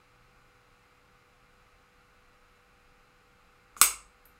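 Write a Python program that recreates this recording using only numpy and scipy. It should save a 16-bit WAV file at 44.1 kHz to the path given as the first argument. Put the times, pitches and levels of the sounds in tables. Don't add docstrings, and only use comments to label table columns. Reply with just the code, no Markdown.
import sys
import numpy as np
from scipy import signal
from scipy.fft import rfft, irfft
from scipy.io import wavfile

SR = 44100
rng = np.random.default_rng(int(sys.argv[2]) if len(sys.argv) > 2 else 0)


def wav_out(sig):
    wavfile.write(sys.argv[1], SR, np.round(np.clip(np.atleast_2d(sig).T, -1, 1) * 32767).astype(np.int16))


N = 193907


def from_db(db):
    return 10 ** (np.asarray(db) / 20)


def rms_one(x):
    return x / np.sqrt(np.mean(x ** 2) + 1e-20)


def energy_one(x):
    return x / np.sqrt(np.sum(x ** 2) + 1e-20)


def at_hz(points, hz):
    knots, values = np.transpose(points)
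    return np.interp(np.log(np.maximum(hz, 1)), np.log(knots), values)


def add(track, start_s, sound):
    start = round(start_s * SR)
    track[start:start + len(sound)] += sound[:N - start]


def coloured_noise(spectrum, peaks=(), ripple_db=0, ripple_hz=14):
    hz = np.arange(N // 2 + 1) * SR / N
    ripple = np.interp(hz / ripple_hz, np.arange(SR), rng.standard_normal(SR))
    level_db = at_hz(spectrum, hz) + ripple_db * ripple * hz / (hz + 300)
    for centre_hz, width_hz, peak_db in peaks:
        level_db += peak_db / (1 + (2 * (hz - centre_hz) / width_hz) ** 2)
    white = rfft(rng.standard_normal(N))
    return rms_one(irfft(white * from_db(level_db), N))


def tone(pitch_hz, waver_hz=2.5, waver_per_s=14):
    wander = np.interp(np.arange(N) / SR * waver_per_s, np.arange(SR), rng.standard_normal(SR))
    cycles = np.cumsum(pitch_hz + waver_hz * wander) / SR
    return np.sqrt(2) * np.sin(2 * np.pi * (cycles + rng.random()))


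# start_s, level_db, chatter_s, brightness_hz
BLOWS = [(3.7654, -23.5, .0001, 1200), (3.8136, 0.5, .00024, 17000)]
# pitch_hz, width_hz (of each of two stages), peak_db
BARREL_MODES = [(290, 375, 5.5), (1140, 364, 24.5), (1296, 367, 26.5), (2207, 280, 18.5), (2720, 550, 11),
                (3627, 390, 18), (4100, 230, 15.5), (5070, 1400, 18.5), (6574, 360, 19.5),
                (8040, 1100, 23.5), (9320, 1200, 14), (10790, 490, 17.5), (13550, 960, 7),
                (14080, 2400, 18)]


def blows(crack_db=1, crack_hz=450):
    out = np.zeros(N)
    crack_filter = signal.butter(1, crack_hz, "high", fs=SR, output="sos")
    for start_s, level_db, chatter_s, brightness_hz in BLOWS:
        force = chatter(chatter_s)
        crack = from_db(crack_db) * signal.sosfilt(crack_filter, force)
        barrel = np.zeros(len(force))
        for k, (pitch_hz, width_hz, peak_db) in enumerate(BARREL_MODES):
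            barrel += (-1) ** k * from_db(peak_db) * resonate(force, pitch_hz, width_hz)
        softness = signal.butter(2, brightness_hz, fs=SR, output="sos")
        add(out, start_s, from_db(level_db) * signal.sosfilt(softness, barrel + crack))
    return out


def chatter(chatter_s, bounce=0.41, count=3):
    force = signal.unit_impulse(SR // 10)
    gaps_s = chatter_s * np.linspace(.5, 1.5, count) * rng.uniform(.85, 1.15, count)
    for gap_s in gaps_s:
        between = np.zeros(round(gap_s * SR))
        force = signal.lfilter(np.r_[-bounce, between, 1], np.r_[1, between, -bounce], force)
    return force


def resonate(force, pitch_hz, width_hz):
    r = np.exp(-np.pi * width_hz / SR)
    angle = 2 * np.pi * pitch_hz / SR
    stage = [(1 - r * r) / 2, 0, (r * r - 1) / 2, 1, -2 * r * np.cos(angle), r * r]
    return signal.sosfilt([stage, stage], force + 1e-18)


# pitch_hz, relative_level_db
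SLIDE_COLOUR = [(300, 3.5), (700, -10), (1200, 9), (1900, -7), (2800, -2), (3500, -5.5), (5600, -4.5),
                (6800, 11.5), (8500, 1.5), (11000, 0.5), (15500, -9)]
SLIDE_DB, SLIDE_ATTACK_S, SLIDE_SAG_DB_PER_S = -50, 0.016, 190.5


def plunger():
    release_s, stop_s = BLOWS[0][0], BLOWS[-1][0]
    t = np.arange(N) / SR - release_s
    grip = np.sqrt(np.clip(t / SLIDE_ATTACK_S, 0, 1)) * (t < stop_s - release_s)
    friction_db = SLIDE_DB - SLIDE_SAG_DB_PER_S * np.maximum(t - SLIDE_ATTACK_S, 0)
    return grip * from_db(friction_db) * coloured_noise(SLIDE_COLOUR)


THUD_PEAK_S, THUD_DB = 0.0042, -40.5
BOOM_HZ, BOOM_T60_S, BOOM_DB = 48.16, 1.2, -49.5


def thud():
    out, t = np.zeros(N), np.arange(SR) / SR
    push = from_db(THUD_DB) * t / THUD_PEAK_S * np.exp(1 - t / THUD_PEAK_S)
    fade = from_db(-60 * t / BOOM_T60_S)
    standing_wave = from_db(BOOM_DB) * np.sin(2 * np.pi * BOOM_HZ * t) * fade
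    add(out, BLOWS[-1][0], push + standing_wave)
    return out


# start_s, level_db (total energy)
TICKS = [(4.2544, -34), (4.2571, -32.5)]
# pitch_hz, relative_level_db
TICK_COLOUR = [(2000, -4), (5500, -15), (8000, -9), (11000, -2), (13000, 7), (14200, -3), (16000, -6)]


def ticks(fall_s=0.00064):
    out, t = np.zeros(N), np.arange(SR // 10) / SR
    for start_s, level_db in TICKS:
        burst = np.sqrt(t) * np.exp(-t / fall_s) * coloured_noise(TICK_COLOUR)[:len(t)]
        add(out, start_s, from_db(level_db) * energy_one(burst))
    return out


# delay_s, level_db (against the direct sound)
ECHOES = [(.0044, -11.5), (0.0132, -18), (0.0154, -20), (0.0221, -21.5)]
# pitch_hz, level_db (against the direct sound)
ROOM_GAIN = [(100, -0.5), (250, -12.5), (650, 4.5), (850, -3.5), (1050, -8), (1230, -13), (1500, -6),
             (2300, 3), (4000, -7), (6500, -2), (8200, 0), (11000, -0.5), (14000, 1.5), (16000, -7.5)]
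# pitch_hz, fall_s
ROOM_T60 = [(100, 0.75), (500, 0.36), (1200, 0.39), (2500, 0.31), (5000, 0.29), (8200, 0.3), (11000, 0.22),
            (15000, 0.16)]


def bathroom(x, build_s=0.0017):
    t = np.arange(SR) / SR
    hz = np.arange(SR // 2 + 1)
    white = rfft(rng.standard_normal(SR))
    build_up = 1 - np.exp(-(t / build_s) ** 2)
    edges = np.geomspace(70, 18000, 49)
    response = np.zeros(SR)
    for low, high in zip(edges, edges[1:]):
        centre = np.sqrt(low * high)
        decay = from_db(-60 * t / at_hz(ROOM_T60, centre))
        band = irfft(white * ((hz >= low) & (hz < high)), SR) * decay * build_up
        share = np.sqrt(2 * (high - low) / SR)
        response += from_db(at_hz(ROOM_GAIN, centre)) * share * energy_one(band)
    response[0] += 1
    for delay_s, echo_db in ECHOES:
        response[round(delay_s * SR)] += from_db(echo_db)
    return signal.fftconvolve(x, response)[:N]


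# pitch_hz, relative_level_db
AIR_COLOUR = [(12, -27.5), (20, 7), (76, -6.5), (124, -8.5), (347, -16), (457, -14.5), (497, -15.5),
              (587, -16.5), (914, -15), (1240, -8), (1780, -17.5), (2280, -14), (3180, -23.5),
              (13100, -37.5), (15000, -40.5)]
AIR_DB = -62.5
# pitch_hz, width_hz, peak_db
FAN_PEAKS = [(2812, 170, 2), (3013, 120, -2.5), (4070, 180, 5), (4910, 140, 3.5), (5900, 700, -1),
             (6750, 170, 3)]
# pitch_hz, level_db (rms)
FAN_TONES = [(183, -82), (492.6, -73.5), (788.3, -79), (1095, -91), (1278, -79), (1480, -79.5),
             (2331, -83.5), (2648, -83)]


def fan():
    air = from_db(AIR_DB) * coloured_noise(AIR_COLOUR, FAN_PEAKS, ripple_db=3.0)
    hum = sum(from_db(level_db) * tone(pitch_hz) for pitch_hz, level_db in FAN_TONES)
    return air + hum + drone()


DRONE_HZ, DRONE_DB, SWELL_DB = 122.6, -83, -71
SWELL_AT_S, SWELL_ATTACK_S, SWELL_RELEASE_S = .2, .25, 0.31


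def drone():
    t = np.arange(N) / SR - SWELL_AT_S
    rise = np.clip(1 + t / SWELL_ATTACK_S, 0, 1)
    fall = np.exp(-np.maximum(t, 0) / SWELL_RELEASE_S)
    return (from_db(DRONE_DB) + from_db(SWELL_DB) * rise * fall) * tone(DRONE_HZ)


def scene():
    pen = blows() + plunger() + ticks()
    return (bathroom(pen) + thud() + fan())[None]


CUTOFF_HZ = 15750


def record(dry, top=1.2):
    rounded = top * np.tanh(dry / top)
    treble_cut = signal.ellip(10, .1, 80, CUTOFF_HZ, fs=SR, output="sos")
    return signal.sosfilt(treble_cut, rounded)


dry = scene()
out = record(dry)
wav_out(out)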